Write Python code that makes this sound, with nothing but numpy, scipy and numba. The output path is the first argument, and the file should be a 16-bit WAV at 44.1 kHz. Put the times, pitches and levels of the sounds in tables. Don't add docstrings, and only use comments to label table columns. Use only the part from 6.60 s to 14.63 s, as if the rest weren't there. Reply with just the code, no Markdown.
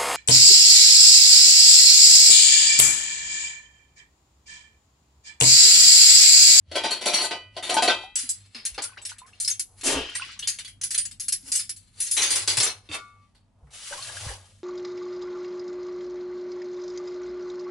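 import sys
import numpy as np
from scipy import signal
from scipy.fft import rfft, irfft
from scipy.io import wavfile
from scipy.ndimage import uniform_filter1d
from numba import njit

SR = 44100
rng = np.random.default_rng(int(sys.argv[2]) if len(sys.argv) > 2 else 0)


def invert_db(x):
    u = np.asarray(x, float) / 20
    return 10 ** u


def int16_out(signal):
    q = np.round(np.clip(np.atleast_2d(signal).T, -1, 1) * 32767)
    wavfile.write(sys.argv[1], SR, q.astype(np.int16))


N = 354194
TIME = np.arange(N) / SR
SIDES = np.array([[1], [-1]])
CUTLERY_FROM_S, MUG_FROM_S = 1.5555, 6.2896

CONTACT_EDGES_HZ = (270, 1600, 5500, 11500)


def unit(x):
    return x / np.sqrt(np.mean(x ** 2))


def band(x, lo_hz, hi_hz, order=2):
    return signal.sosfilt(signal.butter(order, [lo_hz, hi_hz], "bandpass", fs=SR, output="sos"), x)


def coloured(points, shape):
    hz, db = np.transpose(points)
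    noise_hz = np.fft.rfftfreq(N, 1 / SR) + 1
    gain = invert_db(np.interp(np.log(noise_hz), np.log(hz), db))
    return unit(irfft(rfft(rng.standard_normal(shape)) * gain, N))


def walk(rate):
    k = int(SR / rate)
    levels = np.repeat(rng.standard_normal(N // k + 1), k)
    return unit(uniform_filter1d(levels, k))[:N]


def swells(rows):
    total = 0
    for full_s, hold, db, rise, t60 in rows:
        before = np.clip(full_s - TIME, 0, None)
        after = np.clip(TIME - full_s - hold, 0, None)
        total = total + invert_db(db - 60 * before / rise - 60 * after / t60)
    return total


def tones(rows, glide, rise_ms):
    out = np.zeros(N)
    for start, db, hz, t60_ms in rows:
        i, t60 = int(start * SR), t60_ms / 1000
        t = TIME[:min(int(t60 * SR), N - i)]
        level = invert_db(db - 60 * t / t60) * (1 - np.exp(-1000 * t / rise_ms))
        out[i:i + len(t)] += level * np.sin(2 * np.pi * hz * t * (1 + glide * t / t60))
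    return out


def bubbles(during, low_hz, span, cycles, count):
    start, end = during
    when, pitch, size = rng.random((count, 3)).T
    hz = low_hz * span ** pitch
    rows = np.transpose([start + when * (end - start), 12 * size, hz, 1000 * cycles / hz])
    return unit(tones(rows, glide=0.108, rise_ms=0.091)) * np.sqrt((end - start) * SR / N)


def colour(middle_db, slope, offset_db):
    return invert_db(np.array([slope * middle_db + offset_db, middle_db, 0 * middle_db]))


def grit(scatter_db):
    sizes = np.minimum(rng.exponential(size=N // 16 + 1), 4.5)
    size = invert_db(scatter_db * np.repeat(sizes, 16)[:N])
    limits = zip(CONTACT_EDGES_HZ, CONTACT_EDGES_HZ[1:])
    return np.array([unit(band(size * rng.standard_normal(N), lo, hi, order=3)) for lo, hi in limits])


@njit
def ring(push, latest, gains, poles):
    out = np.zeros(len(push))
    for m in range(poles.shape[1]):
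        z = 0j
        for i in range(len(push)):
            z = z * poles[latest[i], m] + gains[latest[i], m] * push[i] + 1e-18
            out[i] += z.imag
    return out


def struck(blows, bass, modes, rub, ring_db, focus_db, rise_ms, kick_db, crack_db=5.5, scatter_db=3.5,
           pieces=False, chatter_db=-.5, slide_db=-27.5, dull_db=1.5, dull_t60=.012, damping=1):
    fade_share = np.array((1.242, 0.961, 0.743))[:, None]
    slide_t60 = 0.363
    s, db, middle_db, favoured_hz, t60, *second_hz = np.transpose(blows)
    effort, impact = rub.copy(), np.zeros((3, N))
    for start, gains, fade in zip(s, (invert_db(db) * colour(middle_db, *bass)).T, t60):
        i = int(start * SR)
        t = TIME[:min(int(slide_t60 * SR), N - i)]
        decay = invert_db(-60 * t / fade / fade_share) + invert_db(slide_db - 60 * t / slide_t60)
        effort[:, i:i + len(t)] += gains[:, None] * decay * (1 - np.exp(-1000 * t / rise_ms)) / 2
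        impact[:, i] = gains
    chatter = np.sum(effort * grit(2.15), axis=0)

    limits = zip(impact, CONTACT_EDGES_HZ, CONTACT_EDGES_HZ[1:])
    kick = sum(band(one, lo, hi) for one, lo, hi in limits)

    hz, mode_db, mode_t60 = np.transpose(modes)
    favoured = favoured_hz[:, None]
    nearest = hz[np.argmin(np.abs(np.log(hz / favoured)), axis=1)]
    hz = hz * (favoured_hz / nearest)[:, None] ** pieces
    octaves = np.abs(np.log2(hz / favoured))
    focus = focus_db * np.exp(-(octaves / 0.061) ** 2)
    shares = invert_db(ring_db + mode_db + focus + scatter_db * rng.standard_normal(octaves.shape))

    dull_hz = np.transpose([favoured_hz, *second_hz])
    hz = np.hstack([hz, dull_hz])
    shares = np.hstack([shares, invert_db(dull_db + 0 * dull_hz)])
    damping = np.reshape(damping, (-1, 1))
    all_t60 = np.append(mode_t60, dull_t60 + 0 * dull_hz[0]) * damping
    loss = np.log(1000) / (all_t60 * SR)
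    latest = np.clip(np.searchsorted(s, TIME + 1 / SR) - 1, 0, None)
    gains = 2 * loss * shares * damping ** .5
    rings = ring(chatter + invert_db(kick_db) * kick, latest, gains, np.exp(2j * np.pi * hz / SR - loss))
    return invert_db(chatter_db) * chatter + invert_db(crack_db) * kick, rings


def cabin():
    # (frequency [Hz], relative level [dB])
    rumble_and_hiss = [(15, -29), (40, -3.5), (64, -6), (138, -12.5), (240, -14.5), (401, -33), (740, -33),
                       (819, -35), (11000, -48.5), (14300, -84), (22000, -120)]
    # (time [s], level [dB])
    hum_levels = [(0.0, -61.5), (0.09, -62.5), (5.59, -59.5), (5.86, -48.5), (6.78, -68), (7.42, -62.5),
                  (7.6, -46), (8.03, -64.5)]
    mid, side = coloured(rumble_and_hiss, (2, N))
    side = band(side, 300, 11000, order=1)
    s, db = np.transpose(hum_levels)
    hum = unit(band(rng.standard_normal(N), 91, 103)) * invert_db(np.interp(TIME, s, db))
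    return invert_db(-64 + 2.0 * walk(1)) * (mid + .8 * side * SIDES) + hum


def scrapes():
    # (full by [s], hold [s], treble level [dB], middle re treble [dB])
    scrape_rows = [(0.151, 0.218, -50, 10.5), (0.469, 0.1487, -39.5, 3), (0.965, 0.483, -60, 6),
                   (1.6, 0.742, -67.5, 2.5), (2.75, 0.039, -67.5, 6), (3.19, 0.026, -51.5, -4.5),
                   (3.801, 0.055, -59, -9.5), (4.867, 0.054, -42.5, -11.5), (5.201, 0.47, -71.5, -3),
                   (5.398, .004, -42, -10), (5.55, .02, -51, -12), (5.6, 0.1523, -30.5, -5.5),
                   (5.9, 0.1416, -32, -16), (6.255, 0.028, -67.5, -0.5), (6.419, 0.286, -77, 5.5)]
    rise, t60 = .15, 0.23
    rub = np.zeros((3, N))
    for full_s, hold, db, middle_db in scrape_rows:
        rub = rub + colour(middle_db, 0.87, -9)[:, None] * swells([(full_s, hold, db, rise, t60)])
    return rub * invert_db(2.5 * walk(40))


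def thumps():
    # (time [s], level [dB], starting pitch [Hz], t60 [ms])
    thump_rows = [(0.08, -40, 86.1, 320), (1.635, -38.5, 276, 90), (1.95, -41.5, 252, 161),
                  (2.118, -38.5, 56.6, 159), (3.352, -30, 70, 306), (4.83, -48.5, 276, 200),
                  (4.875, -48, 283.3, 200), (5.977, -25, 125, 130), (6.29, -38, 317.7, 197.5),
                  (6.299, -31.5, 96, 75), (7.026, -42.5, 65, 310), (7.04, -46.5, 149.5, 302),
                  (7.666, -17, 102.3, 51), (7.69, -27, 59.5, 146)]
    return tones(thump_rows, glide=-0.21, rise_ms=5.2)


def pot_and_bowls(rub):
    # (time [s], treble level [dB], middle re treble [dB], favoured ring [Hz], chatter t60 [s],
    # second dull ring, of china [Hz])
    dish_blows = [(0.1144, -33, 5, 608, 0.093, 4500), (0.1546, -22, 6.5, 755, 0.2, 3300),
                  (0.2367, -24, 6.5, 931, 0.22, 3750), (0.3074, -15.5, -8.5, 4455, 0.2, 620),
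                  (0.411, -27, 1, 731, 0.25, 4500), (0.4567, -13, -5.5, 694, 0.24, 4700),
                  (0.5352, -13.5, -10, 4500, 0.43, 3200), (0.6165, -20, -8.5, 4700, 0.23, 700),
                  (0.6389, -21, -7, 4500, 0.157, 720), (0.7096, -35, 15, 690, 0.2, 2900),
                  (0.9657, -32.5, 9, 699, 0.12, 4300), (1.0261, -26, -3, 3721, 0.66, 4500),
                  (1.0933, -17, -0.5, 707, .22, 4500), (1.1414, -10.5, -13, 908, 0.073, 9000),
                  (1.1669, -23, 13, 904, 0.118, 1543), (1.2221, -11, -2.5, 716, 0.23, 5000),
                  (1.2774, -19.5, 11.5, 4237, 0.073, 800), (1.2968, -25.5, 10.5, 3650, 0.196, 1400)]
    # (frequency [Hz], relative level [dB], t60 [s])
    pot_modes = [(250, -3, .06), (370, -1, .07), (625, 0, .06), (716, 3, .06), (904, 6, .12),
                 (1033, 7, .06), (1240, 4, .5), (1361, -2, .06), (1497, -1, .5), (1535, 2, .07),
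                 (1975, 4, .55), (2056, 4, .25), (2293, 2, .25), (2430, 4, .45), (2616, 6, .6),
                 (2980, 3, .4), (3160, 2, .5), (3203, 3, .5), (3300, -2, .03), (3650, 0, .07),
                 (3930, 5, .5), (3984, 6, .4), (4037, 4, .2), (4400, -2, .025), (4640, 2, .3),
                 (4830, -3, .04), (5750, 0, .04), (7300, -2, .05), (9000, -2, .05), (10400, -2, .05)]
    return struck(dish_blows, (1, -9), pot_modes, rub * (TIME < CUTLERY_FROM_S), ring_db=7.0, focus_db=14.0,
                  rise_ms=1.5, kick_db=24.0, crack_db=-1.12, chatter_db=-1, slide_db=-31, dull_db=5, dull_t60=.014)


def galley(x, t60=0.06, wet_db=-6.5, wide_hz=1400, wide_db=4.5, count=3):
    t, out = TIME[:int(t60 * SR)], x
    k = int(.2 * SR)
    spot = np.repeat(rng.integers(0, count, N // k + 1), k)[:N]
    for here in range(count):
        mid, side = rng.standard_normal((2, len(t))) * invert_db(-60 * t / t60) * (1 - np.exp(-t / 0.002))
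        side = signal.sosfilt(signal.butter(1, wide_hz, "highpass", fs=SR, output="sos"), side)
        tail = (mid + invert_db(wide_db) * side * SIDES) * invert_db(wet_db) / np.sqrt(np.sum(mid ** 2))
        from_here = x * uniform_filter1d(1. * (spot == here), k // 4)
        out = out + signal.oaconvolve(from_here[None], tail, axes=1)[:, :N]
    return out


def drips():
    # (time [s], level [dB], starting pitch [Hz], t60 [ms])
    drip_rows = [(2.25, -36.5, 1387, 191), (1.437, -29, 738, 150), (2.179, -26, 760, 100),
                 (2.18, -27, 1480, 60), (2.386, -36, 2690, 31), (2.517, -28.5, 1460, 38.7),
                 (2.617, -35, 985.3, 136), (2.733, -38, 2681, 50), (3.489, -24.5, 3037, 39),
                 (3.553, -23, 1898, 62), (3.597, -22.5, 1402, 50.3), (3.615, -31, 1045, 111),
                 (3.621, -16, 2615, 27.5), (3.648, -35, 2600, 48.6), (3.698, -36, 1232, 38),
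                 (3.825, -26, 2850, 110), (3.828, -25, 3300, 140), (3.83, -31, 4100, 90),
                 (7.336, -30, 950, 60), (7.392, -36, 1060, 120), (7.309, -33, 560, 240),
                 (7.326, -22.5, 1516, 41.3), (7.379, -33.5, 1060, 105), (7.425, -24, 4185, 28.8),
                 (7.49, -31.5, 1620, 57), (7.569, -24, 1556, 25.7), (7.69, -28.5, 1760, 40)]
    return tones(drip_rows, glide=0.129, rise_ms=0.4)


def cutlery(rub):
    # (time [s], treble level [dB], middle re treble [dB], favoured ring [Hz], chatter t60 [s])
    cutlery_blows = [(1.5555, -14, -15, 8066, 0.304), (1.588, -22, -17.5, 10260, 0.313),
                     (1.6911, -13.5, -29.5, 9092, 0.1664), (1.947, -37.5, 4.5, 2770, 0.295),
                     (2.052, -13.5, -15, 9945, 0.162), (2.143, -35.5, -7, 2777, 0.103),
                     (2.1788, -42.5, 17.5, 2370, 0.165), (2.2209, -18, -25.5, 8200, 0.153),
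                     (2.237, -23, -12.5, 10240, 0.1), (2.374, -55.5, 15, 2110, 0.157),
                     (2.417, -38, -14, 7800, 0.152), (2.4517, -20, -15.5, 9200, 0.153),
                     (2.492, -27.5, -7.5, 8580, 0.14), (2.583, -35.5, -8.5, 7780, 0.115),
                     (2.6633, -46.5, -9, 9800, 0.3), (2.8007, -17.5, -22.5, 9004, 0.317),
                     (2.848, -16, -29, 5040, 0.071), (2.8768, -11.5, -18.5, 5290, 0.1925),
                     (2.9024, -20, -16, 6450, 0.135), (2.9951, -11, -19.5, 10920, 0.0985),
                     (3.211, -26.5, -9.5, 7290, 0.046), (3.495, -38, -3, 7500, .05),
                     (3.541, -34, -6, 6000, .06), (3.5516, -19, -9, 8888, 0.141),
                     (3.648, -38, -4, 5000, .1), (3.716, -42, -20, 9500, .1),
                     (3.7918, -21.5, -10, 6201, 0.091), (3.8234, -38, 1, 3200, .25),
                     (3.8736, -10.5, -16.5, 6770, 0.248), (3.987, -21, -5.5, 3240, 0.114),
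                     (4.047, -29.5, -6, 3434, 0.09), (4.0756, -33, -8.5, 2370, 0.162),
                     (4.2131, -20.5, -10.5, 6332, 0.095), (4.2347, -14.5, -18.5, 10530, 0.1676),
                     (4.3064, -16.5, -15, 9940, 0.258), (4.3455, -14, -10.5, 4280, 0.0765),
                     (4.3776, -11.5, -15.5, 9180, 0.163), (4.4531, -19.5, -15, 6994, 0.087),
                     (4.511, -33, -9, 8200, 0.125), (4.598, -21, -19, 10900, 0.242),
                     (4.6828, -12.5, -16, 9900, 0.0733), (4.7229, -11, -17.5, 11300, 0.144),
                     (4.918, -10.5, -20, 9536, 0.284), (4.9531, -12.5, -20, 8843, 0.152),
                     (4.9925, -17.5, -15.5, 5200, 0.169), (5.0938, -16, -16.5, 5345, 0.1016),
                     (5.1628, -33, -20, 4635, 0.176), (5.4026, -15.5, -18.5, 10370, 0.38),
                     (5.4655, -25, -15, 6600, 0.22), (5.5118, -13.5, -23, 10420, 0.334),
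                     (5.5674, -11, -12.5, 4028, 0.347), (5.6178, -18, -19.5, 6560, 0.357),
                     (5.705, -13, -15, 9500, 0.301), (5.7555, -13.5, -10.5, 9920, 0.247),
                     (5.8182, -24.5, -10.5, 5379, 0.1), (5.8755, -11, -10.5, 4720, 0.349),
                     (5.9704, -10, -10, 9476, 0.162), (6.0013, -12, -12.5, 5500, 0.229),
                     (6.0294, -12.5, -11, 7595, 0.221), (6.0635, -23.5, -5, 6100, .2),
                     (6.7487, -56, -4, 4493, 0.273)]
    # (frequency [Hz], relative level [dB], t60 [s])
    cutlery_modes = [(1476, -12, 0.028), (1963, -21.5, 0.23), (2370, -8.5, 0.18), (2777, 1.5, 0.1),
                     (2940, 2, 0.12), (3240, 2, 0.19), (3650, 7, 0.089), (4280, 6, 0.035),
                     (4720, 2.5, 0.013), (5120, -2, 0.023), (5200, -3, 0.015), (5500, 0.5, 0.025),
                     (6100, -2, 0.025), (6505, -3, 0.021), (7290, -5, 0.065), (7100, -6.5, 0.024),
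                     (7800, 3.5, 0.076), (8005, -4.5, 0.041), (8580, -10, 0.091), (9200, 2, 0.095),
                     (9682, -9, 0.061), (9755, -4.5, 0.032), (10516, 2, 0.051), (10530, 4, 0.17),
                     (10900, -2.5, 0.05), (10910, -5, 0.086)]
    in_bowl = np.array(cutlery_blows)[:, 0] > 5.55
    bass = 1.949, -18 + 18.5 * in_bowl
    in_hand = (TIME >= CUTLERY_FROM_S) * (TIME < MUG_FROM_S)
    return sum(struck(cutlery_blows, bass, cutlery_modes, rub * in_hand, ring_db=2.5, focus_db=7.5, rise_ms=0.8,
                      kick_db=23, scatter_db=4.5, pieces=True, damping=.45 ** in_bowl))


def lapping():
    # (full by [s], hold [s], level [dB], rise [s], t60 [s])
    stirs = [(2, 1.2, -64, .3, 1.5), (5.5, 1.9, -68, 0.26, 1.5), (2.19, 0.0163, -50, 0.035, 0.253),
             (2.38, 0.0125, -54, 0.036, 0.14)]
    # (full by [s], hold [s], level [dB], rise [s], t60 [s])
    trickles = [(2.24, 0.175, -51.5, 0.234, .3), (2.53, 0.164, -59, 0.11, .3),
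                (3.5, 0.177, -44.5, 0.183, .4)]
    stirred = swells(stirs) * band(grit(0.66)[0], 400, 1000) * invert_db(3.9 * walk(15))
    return stirred + swells(trickles) * bubbles((2.15, 3.95), 1004, 3.54, 30, count=420)


def plops():
    # (time [s], level [dB], starting pitch [Hz], t60 [ms])
    plop_rows = [(2.371, -28, 1200, 55), (2.515, -38, 700, 60)]
    return tones(plop_rows, glide=2.6, rise_ms=1.5)


def splash():
    # (full by [s], hold [s], level [dB], rise [s], t60 [s])
    spray_flow = [(3.237, 0.0318, -18.5, 0.013, 0.334), (3.63, 0.029, -56, .5, .5)]
    # (full by [s], hold [s], level [dB], rise [s], t60 [s])
    wash_flow = [(3.27, 0.005, -21.5, .2, 0.576), (3.62, 0.116, -45.5, 0.36, 0.26)]
    # (full by [s], hold [s], level [dB], rise [s], t60 [s])
    slosh_flow = [(3.27, 0.1112, -27, 0.197, 0.279), (3.65, .02, -65.5, .6, .5)]
    # (full by [s], hold [s], level [dB], rise [s], t60 [s])
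    pot_sings = [(3.27, .12, -32, .1, .7)]
    during, plunge_s = (3.19, 3.8), 3.233
    slosh, wash, spray = grit(0.66)
    slosh = 0.654 * slosh + 1.03 * bubbles(during, 256.2, 4.59, 34, count=250)
    wash = 1.26 * wash + 0.63 * bubbles(during, 2416, 1.6, 45, count=150)
    wash = wash * invert_db(2.5 * walk(25))
    spray = spray * invert_db(2.5 * walk(35))
    wall = unit(band(rng.standard_normal(N), 2720, 3200))
    water = swells(spray_flow) * spray + swells(slosh_flow) * slosh + swells(wash_flow) * wash
    return (TIME > plunge_s) * (water + swells(pot_sings) * wall)


def mug(rub):
    # (time [s], treble level [dB], middle re treble [dB], favoured ring [Hz], chatter t60 [s])
    mug_blows = [(6.2896, -37, 2.5, 3620, 0.218), (6.3146, -24.5, 0.5, 2620, 0.176),
                 (6.3328, -23.5, 0, 4700, 0.098), (6.341, -24, 0, 2680, 0.1413)]
    # (frequency [Hz], relative level [dB], t60 [s])
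    mug_modes = [(700, 4, .24), (1163, 16, .7), (1346, 0, .5), (1432, 6, .4), (2202, 1, .6), (2659, 1, .1),
                 (3171, 0, .17), (3620, 4, .12), (4183, -8, .25), (4600, -4, .05)]
    knock, chime = struck(mug_blows, (1.32, -8.5), mug_modes, rub * (TIME >= MUG_FROM_S), ring_db=11.5,
                          focus_db=-0.74, rise_ms=9.7, kick_db=33, crack_db=-11.0, scatter_db=2.47)
    grip = invert_db(-250 * np.clip(TIME - 6.655, 0, 1))
    return knock, grip * chime


def tap():
    # (frequency [Hz], relative level [dB])
    jet_spectrum = [(710, -44.5), (1200, -6), (1660, -5), (1860, -6), (2450, -5.5), (2920, -2), (11000, -4),
                    (14300, -40), (22000, -120)]
    # (full by [s], hold [s], level [dB], rise [s], t60 [s])
    jet_flow = [(7.106, .03, -55, .004, .1), (7.137, 0.6016, -41, 0.03, 0.151),
                (7.3, 0.389, -42.5, 0.4625, 0.267), (7.79, 0.102, -55.5, 0.53, 0.66)]
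    # (full by [s], hold [s], level [dB], rise [s], t60 [s])
    gurgles = [(7.072, 0.15, -58, .02, 0.4), (7.325, 0.0137, -38.5, 0.072, 0.232),
               (7.5, 0.0223, -47, 0.55, 0.375), (7.7, 0.0062, -34.5, 0.43, 0.196),
               (7.79, 0.041, -57, 0.43, 0.63)]
    jet = coloured(jet_spectrum, N) * invert_db(1.29 * walk(60) + 0.98 * walk(400))
    return swells(jet_flow) * jet + swells(gurgles) * bubbles((7.06, 8.03), 502.6, 4.446, 21.6, count=900)


def pump():
    # (time [s], pitch [Hz], level [dB])
    pump_hum = [(7.36, 120.7, -87), (7.42, 115.5, -52.5), (7.64, 120.7, -61), (7.7, 112, -72)]
    s, hz, db = np.transpose(pump_hum)
    phase = 2 * np.pi * np.cumsum(np.interp(TIME, s, hz)) / SR
    return invert_db(np.interp(TIME, s, db, -120, -120)) * np.sin(phase)


def scene():
    lean = invert_db(1.6 * SIDES / 2)
    rub = scrapes()
    clatter, pot_rings = pot_and_bowls(rub)
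    knock, mug_rings = mug(rub)
    contacts = clatter + cutlery(rub) + knock
    water = drips() + lapping() + plops() + splash() + tap()
    sink = galley(contacts + water) + galley(pot_rings + mug_rings, wet_db=-8.0, wide_db=3.5)
    sink_loss = invert_db(-5.5)
    return lean * sink_loss * sink + thumps() + pump() + cabin()


def top_cut(x):
    return signal.sosfilt(signal.butter(12, 12410, fs=SR, output="sos"), x)


def record(dry):
    steep_cut = signal.ellip(10, .3, 62, 11150, fs=SR, output="sos")
    mix = signal.sosfilt(steep_cut, dry)
    return top_cut(mix)


dry = scene()
out = record(dry)
int16_out(out)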